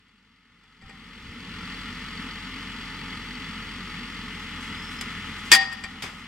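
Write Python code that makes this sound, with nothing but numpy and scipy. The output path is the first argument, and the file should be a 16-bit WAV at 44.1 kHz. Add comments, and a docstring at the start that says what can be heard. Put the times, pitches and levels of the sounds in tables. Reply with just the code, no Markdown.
"""An open field, a tracked pile-driving rig some way off, heard on a camera's stereo microphone.
The four-cylinder diesel fades in, puffing and clattering, with light clinks, two low bumps and a faint hum.
The hydraulics take load: the engine sags, and a valve hisses and squeals once. Steel slams on a steel
pile, which rings and knocks again, echoing off racks in the field. The clang overloads the camera,
whose gain control holds the engine down afterwards."""
import sys
import numpy as np
from scipy import signal
from scipy.fft import rfft, irfft, next_fast_len
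from scipy.io import wavfile
from scipy.ndimage import uniform_filter1d

SR = 44100
rng = np.random.default_rng(int(sys.argv[2]) if len(sys.argv) > 2 else 0)


def to_wav(sig):
    """Store sig (one row per channel, or 1-D mono) as 16-bit WAV at the path in sys.argv[1].

    Samples outside -1..1 are clipped; the rate is SR.
    """
    pcm = np.clip(np.atleast_2d(sig), -1, 1) * 32767
    pcm = np.round(pcm).astype(np.int16)
    wavfile.write(sys.argv[1], SR, pcm.T)  # frames by channels


N = 276507
TIME = np.arange(N) / SR
HZ = np.fft.rfftfreq(N, 1 / SR)
LONGEST_RING_S = 0.7

# modes of the steel pile: pitch_hz, level_db, t60_s, left_over_right_db, left_lead_rad
PILE_MODES = [(780, -10, .57, 3, 0), (1829, -14, .42, 5, .2), (1849, -1.5, .47, 5.5, .2),
              (1873, -15, .47, 5, .2), (1860, -6, .47, 5.5, .2), (1895, -11, .36, 5, .2),
              (1957, -12, .18, 4, .2), (2289, -13, .14, 4, 0), (2360, -14, .19, 4.5, 0),
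              (2525, -15, .11, 3, -.5), (2939, -15, .14, 3, -.8), (3358, -5.5, .13, 5.5, -1.3),
              (3472, -21, .3, 4, -1.5), (3840, -20, .28, 2, -2), (4258, -23, .3, 3, 0),
              (4605, -5, .15, 4, .6), (4667, -14, .22, 6, .5), (4732, -2, .15, 5, .4),
              (4749, -10, .43, 8, .4), (4961, -12, .22, 3, 0), (5226, -7, .11, 0, -.3),
              (5535, -8, .1, -2, -.5), (6633, -19, .12, -4, -.4), (7500, -13, .11, -2, .7),
              (7604, -13, .11, -2, .7), (7790, -16, .12, -2, .6), (9640, -15, .11, -1, -.8)]


def pile_slam():
    """Steel grazes, hits and chatters on the pile, which rings on from the first hard hit."""
    # touches within the slam: start_s, level_db
    contacts = [(5.5139, -21), (5.5162, -1.5), (5.525, -3), (5.535, -4), (5.548, -7), (5.555, -13.5)]
    out, t = np.zeros((2, N)), np.arange(round(LONGEST_RING_S * SR)) / SR
    for start_s, db in contacts:
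        touch = blow(t60_s=0.073, bright_db=1.43, pile_db=0, pile_t60_scale=0.14, fitting_db=-9.5)
        add(out, start_s, gain_of(db) * touch)
    long_ring = gain_of(-1.5) * ring(PILE_MODES, t, t60_scale=0.79, bright_db=1.5)
    add(out, 5.518, long_ring)
    return out


def fitting_clinks():
    """A loose steel fitting taps lightly against the pile."""
    # taps: start_s, level_db, brightness_db_per_octave
    clinks = [(.081, -42, -1), (.636, -39, -2), (0.819, -34, -7), (.893, -31.5, -5.5), (5.727, -43, 15),
              (5.838, -23.5, -3.5)]
    out = np.zeros((2, N))
    for start_s, db, bright_db in clinks:
        tap = blow(t60_s=0.077, bright_db=bright_db, pile_db=-3.5, pile_t60_scale=0.32, fitting_db=-0.5)
        add(out, start_s, gain_of(db) * tap)
    return out


def dead_clacks():
    """Steel knocks and hardly rings; the frame shudders after it, longer and duller."""
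    # knocks: start_s, level_db, t60_s, brightness_db_per_octave, shudder_db
    clacks = [(5.011, -26, .045, 2, -11), (6.022, -23, .12, 0.5, -2.5)]
    out, t = np.zeros((2, N)), np.arange(round(LONGEST_RING_S * SR)) / SR
    for start_s, db, t60_s, bright_db, shudder_db in clacks:
        knock = blow(t60_s, bright_db, pile_db=-23, pile_t60_scale=0.2, fitting_db=-26)
        shudder = clash(t, 2.9 * t60_s, bright_db=-2.5)
        add(out, start_s, gain_of(db) * knock)
        add(out, start_s + 0.01, gain_of(db + shudder_db) * shudder)
    return out


def blow(t60_s, bright_db, pile_db, pile_t60_scale, fitting_db):
    """One touch of steel on steel: it clashes, rings the pile and jingles the loose fitting."""
    # modes of the fitting: pitch_hz, level_db, t60_s, left_over_right_db, left_lead_rad
    fitting_modes = [(2370, -2, .09, 3, 0), (2450, -5, .06, 3, 0), (4620, -8, .1, 3, .5),
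                     (5020, -10, .06, 0, 0), (7620, -14, .07, -2, .5), (7760, -14, .06, -2, .5),
                     (10050, -23, .05, 0, 0)]
    length_s = np.clip(max(t60_s, LONGEST_RING_S * pile_t60_scale), 0.12, LONGEST_RING_S)
    t = np.arange(next_fast_len(round(SR * length_s))) / SR
    pile = gain_of(pile_db) * ring(PILE_MODES, t, pile_t60_scale, bright_db)
    jingle = gain_of(fitting_db) * ring(fitting_modes, t, t60_scale=1, bright_db=0, bloom_cycles=4)
    return clash(t, t60_s, bright_db) + pile + jingle


def ring(table, t, t60_scale, bright_db, bloom_cycles=13):
    """Modes swell as the blow spreads through the steel; close pairs beat. bright_db is per octave."""
    hz, db, t60_s, side_db, lead = np.transpose(table)[:, :, None]
    sign = (-1) ** np.arange(len(table))[:, None]  # every other mode starts in the opposite direction
    level_db = db + bright_db * np.log2(hz / 3000) - 60 * t / (t60_s * t60_scale)
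    bloom = 1 - np.exp(-t * hz / bloom_cycles)
    modes = sign * gain_of(level_db) * np.exp(2j * np.pi * hz * t) * bloom
    pan = gain_of(side_db / 2) * np.exp(0.5j * lead)
    return np.array([(modes * pan).sum(0).imag, (modes / pan).sum(0).imag])


def clash(t, t60_s, bright_db, alike_below_hz=1500):
    """Countless short-lived modes: a noise burst, alike left and right only in its lower part."""
    # spectrum of steel on steel: frequency_hz, level_db
    spectrum = [(35, -56), (60, -14.5), (632, -22.5), (780, -14.5), (1080, -13.5), (1530, -12), (1850, -9),
                (2130, -8.5), (3090, -15.5), (3310, -10), (4280, -20), (4810, -11.5), (5800, -20.5),
                (7670, -19.5), (15800, -37.5)]
    # its balance at the microphone: frequency_hz, left_over_right_db
    balance = [(60, 1), (110, -2), (200, 0), (380, 1.5), (700, 0), (1290, 1), (2380, 6), (4400, 0.5),
               (8120, -3), (15000, 0)]
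    hz = np.fft.rfftfreq(len(t), 1 / SR)
    left, unrelated = rfft(rng.standard_normal((2, len(t))))
    same = 1 / np.sqrt(1 + (hz / alike_below_hz) ** 2)
    right = same * left + np.sqrt(1 - same ** 2) * unrelated
    tilt = gain_of(curve_at(balance, hz) / 2)
    colour = gain_of(curve_at(spectrum, hz) + bright_db * np.log2(np.clip(hz, 400, 13000)))
    burst = unit_rms(irfft(np.array([left * tilt, right / tilt]) * colour, len(t)))
    attack = 1 - np.exp(-t / 0.00042)
    return burst * attack * gain_of(-60 * t / t60_s)


def diesel(idle_hz=44.15, sag_hz=2):
    """Four cylinders fire in turn, slower under load, pulsing exhaust, clatter, fizz and injector ticks."""
    # cylinders in firing order: knock_db, tick_db
    cylinders = [(1, 2), (-1, -2), (.5, 0), (-1, -2)]
    # the engine's treble fizz: frequency_hz, level_db
    fizz_spectrum = [(2240, -40), (3800, -5.5), (4230, -7.5), (4600, 0.5), (4880, -5.5), (5270, -2.5),
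                     (5910, -10.5), (9240, -16), (11000, -27), (14600, -26), (15800, -27)]
    knock_db, tick_db = np.transpose(cylinders)
    load = pump_load()
    firing_hz = (idle_hz - sag_hz * load) * (1 + 0.0038 * wander(5))
    firings = np.cumsum(firing_hz) / SR
    note = exhaust_note(firings, load)
    knocks = firing_pulses(firings, knock_db, scatter_db=1.3)
    puffs = exhaust_puffs(knocks, load)
    clatter = cover_clatter(knocks, load)
    fizz = gain_of(-52 + 0.31 * load) * rig_noise(4.7 + knocks, gain_of(curve_at(fizz_spectrum, HZ)))
    needles = firing_pulses(firings, tick_db, scatter_db=1.5)
    injector_ticks = gain_of(-56 - 11.6 * load) * rig_noise(needles, resonance(4500, 230))
    return note + puffs + clatter + fizz + injector_ticks


def firing_pulses(firings, cylinder_db, scatter_db, decay_periods=0.33):
    """A burst at each firing, dying within a share of the period; no two are quite alike."""
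    number = firings.astype(int)
    size_db = cylinder_db[number % len(cylinder_db)] + scatter_db * rng.standard_normal(N)[number]
    return unit_rms(gain_of(size_db) * np.exp(-(firings % 1) / decay_periods))


def exhaust_note(firings, load):
    """The exhaust drones at multiples of the firing rate and hardens under load."""
    # partials of the drone: firing_multiple, level_db, full_load_lift_db
    partials = [(1, -48.5, -1.5), (2, -55.5, 3.5), (4, -55, 0), (5, -56, 6), (6, -57, 3)]
    note = np.zeros(N)
    for multiple, db, lift_db in partials:
        amplitude = np.sqrt(2) * gain_of(db + lift_db * load + wander(11))
        note += amplitude * np.sin(2 * np.pi * (multiple * firings + rng.random()))
    return note


def exhaust_puffs(knocks, load):
    """Gas puffs out through the silencer, blowing harder for a moment early on."""
    # exhaust noise: frequency_hz, level_db
    spectrum = [(12, -36), (20, 2), (32, -19), (43, -25), (54, -8), (65, -4.5), (92, -4), (119, -6.5),
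                (177, 1.5), (248, 2.5), (373, -16.5), (432, -8.5), (613, -27.5), (660, -44), (860, -39),
                (1450, -120)]
    blast_db = 3 * swell(start_s=0.74, length_s=1.16)
    level_db = -42.5 + blast_db - 0.26 * load + 0.5 * wander(5.3)
    colour = gain_of(curve_at(spectrum, HZ)) * (1 - resonance(25, 25))
    return gain_of(level_db) * rig_noise(4 + knocks, colour)  # the silencer evens the firings out


def cover_clatter(knocks, load):
    """Combustion clatters through the engine cover and rings its panels."""
    # noise of the engine block: frequency_hz, level_db
    spectrum = [(360, -56), (620, -24), (783, -14), (827, -12), (967, -9.5), (1240, -2), (1470, -2.5),
                (1590, -7.5), (1810, -1.5), (2080, 0), (2350, -5), (2950, -4.5), (3480, -7.5), (3760, -23),
                (4000, -13), (5200, -55), (8800, -120)]
    # panel resonances: pitch_hz, width_hz, lift_db
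    panels = [(846, 9.8, 12), (914, 7.9, 11), (1195, 40, 2), (1271, 20, 6), (1360, 13, 5.5), (1780, 69, 2),
              (2042, 43, 4), (2910, 17, 6), (3420, 24, 5.5)]
    cover_db = curve_at(spectrum, HZ) + sum(db * resonance(hz, width) for hz, width, db in panels)
    level_db = -39.5 + 1.16 * load + 0.34 * wander(7.7)
    return gain_of(level_db) * rig_noise(6.3 + knocks, gain_of(cover_db))


def pump_load():
    """Load on the hydraulic pump, rising from 0 to 1 and holding."""
    return ramp(start_s=4.15, length_s=0.547)


def hydraulics(squeal_hz=4840, arch_hz=446):
    """Oil hisses through a valve as the pump takes load, and squeals once as the pressure tops out."""
    arch = np.sin(np.pi * ramp(start_s=4.66, length_s=0.52))  # shapes both pitch and level
    phase = 2 * np.pi * np.cumsum(squeal_hz + arch_hz * arch + 70 * wander(24)) / SR
    squeal_level = gain_of(-50 + 4.1 * wander(14)) * arch
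    rough_tone = wander(110) * np.cos(phase) + wander(110) * np.sin(phase)
    flicker = gain_of(4.5 * wander(14))
    hiss = gain_of(-59) * rig_noise(flicker, resonance(6600, 6100))
    return squeal_level * rough_tone + pump_load() * hiss


def rig_noise(envelope, colour):
    """Shaped noise from the rig as it reaches the two microphone ports; their mean has rms 1."""
    # how alike the ports sound: frequency_hz, coherence
    likeness = [(280, .998), (390, .85), (480, .93), (630, .5), (850, .94), (1700, .97), (2300, .9),
                (2600, .72), (3300, .82), (3900, .55), (4600, .72), (7000, .33), (15000, .2)]
    # phase between the ports: frequency_hz, left_lead_rad
    phase_lead = [(360, 0), (450, .5), (780, .1), (1200, .3), (1700, 0), (2100, -.05), (2400, .2),
                  (2600, -1.05), (3000, -.8), (3500, -1.6), (4000, -3.3), (4600, -5.6), (9000, -6.2),
                  (12000, -9.5)]
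    # balance of the ports: frequency_hz, left_over_right_db
    balance = [(280, 0), (390, -1.5), (500, 2), (660, -2), (900, -1.5), (1200, 1), (1700, 0), (2150, 3),
               (2500, 5), (4400, 2.5), (5400, 0), (6500, -6), (10000, -.5), (15000, 4)]
    same, lead = curve_at(likeness, HZ), curve_at(phase_lead, HZ)
    tilt = gain_of(curve_at(balance, HZ) / 2)
    left, unrelated = rfft(rng.standard_normal((2, N)) * envelope)
    right = (same * left + np.sqrt(1 - same ** 2) * unrelated) * np.exp(-1j * lead)
    summed_gain = np.sqrt(tilt ** 2 + tilt ** -2 + 2 * same * np.cos(lead))
    pair = irfft(np.array([left * tilt, right / tilt]) * colour / summed_gain, N)
    return pair / pair.mean(0).std()


def open_field(x, scatter_db=-12.5, air_hz=4000):
    """Adds echoes off the racks and a thin tail scattered off the ground, both dulled by the air."""
    # rack echoes: delay_s, level_db
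    echoes = [(.083, -28), (.094, -21), (.2, -29), (0.254, -35)]
    # decay of the ground scatter: frequency_hz, t60_s
    ground_decay = [(150, 0.12), (800, 0.94), (2000, 0.36), (5000, 0.54), (12000, .25)]
    taps = rng.choice([-1., 1.], (2, SR)) * (rng.random((2, SR)) < 2000 / SR)
    hz, t, spectra = signal.stft(taps, SR, nperseg=256)
    decay = gain_of(-60 * t / curve_at(ground_decay, hz)[:, None])
    tail = signal.istft(spectra * decay, SR, nperseg=256)[1]
    tail *= gain_of(scatter_db) / np.linalg.norm(tail[0])
    for delay_s, db in echoes:
        add(tail, delay_s, gain_of(db) * np.ones((2, 1)))
    far = signal.sosfilt(signal.butter(2, air_hz, fs=SR, output="sos"), tail)
    return x + signal.fftconvolve(x, far, axes=1)[:, :N]


def low_bumps():
    """Short swells of deep rumble, dead centre."""
    # soft bumps: start_s, level_db, length_s
    bumps = [(0.795, -35.5, 0.12), (1.2, -39, 0.16)]
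    level = sum(gain_of(db) * swell(start_s, length_s) for start_s, db, length_s in bumps)
    return level * unit_rms(irfft(rfft(rng.standard_normal(N)) * resonance(75, 110), N))


def hum(pitch_hz=99.7, level_db=-58):
    """A faint hum beside the engine note, wavering slightly in level."""
    return np.sqrt(2) * gain_of(level_db + 1.5 * wander(3)) * np.sin(2 * np.pi * pitch_hz * TIME)


def gain_of(db):
    """Decibels to amplitude."""
    return 10 ** (np.asarray(db) / 20)


def unit_rms(x):
    """Scales to rms 1."""
    return x / np.sqrt(np.mean(x ** 2) + 1e-20)


def curve_at(points, hz):
    """Interpolates a table on a log-frequency axis."""
    point_hz, value = np.transpose(points)
    return np.interp(np.log(hz + 1), np.log(point_hz + 1), value)


def resonance(hz, width_hz):
    """A bell-shaped peak of height 1 over frequency."""
    return 1 / (1 + (2 * (HZ - hz) / width_hz) ** 2)


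def wander(rate_hz):
    """Random drift of rms 1, mostly slower than rate_hz."""
    return unit_rms(irfft(rfft(rng.standard_normal(N)) / (1 + (HZ / rate_hz) ** 4), N))


def ramp(start_s, length_s):
    """Rises evenly from 0 to 1 and stays there."""
    return np.clip((TIME - start_s) / length_s, 0, 1)


def swell(start_s, length_s):
    """Rises smoothly from 0 to 1 and falls back."""
    return np.sin(np.pi * ramp(start_s, length_s)) ** 2


def add(mix, start_s, sound):
    """Mixes a stereo sound in at start_s."""
    part = mix[:, round(start_s * SR):][:, :sound.shape[1]]
    part += sound[:, :part.shape[1]]


def scene():
    """The rig from across the field; only the struck steel echoes."""
    running_rig = diesel() + hum() + hydraulics() + low_bumps()
    steel = pile_slam() + fitting_clinks() + dead_clacks()
    return running_rig + open_field(steel)


def record(dry, threshold_db=-9, ceiling=0.92, top_hz=15900):
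    """The camera: fade-in, gain control that drops fast and recovers slowly, soft overload, band limit."""
    fade_db = 19 * (ramp(start_s=0.46, length_s=1.23) - 1)
    step_db = 5 * (ramp(start_s=0.81, length_s=0.061) - 1)  # one quick step up on the way
    x = dry * gain_of(fade_db + step_db)
    power_db = 10 * np.log10(abs(uniform_filter1d((x ** 2).mean(0), size=200)) + 1e-12)
    slope_db = -5 * TIME
    held_db = np.maximum.accumulate(power_db + slope_db) - slope_db
    over_db = np.maximum(held_db - threshold_db, 0)
    x = x / gain_of(0.54 * uniform_filter1d(over_db, size=100))
    x = x / (1 + (x / ceiling) ** 6) ** (1 / 6)
    lowpass = signal.firwin(511, top_hz, window=("kaiser", 9), fs=SR)
    return signal.oaconvolve(x, lowpass[None], "same")


dry = scene()
out = record(dry)
to_wav(out)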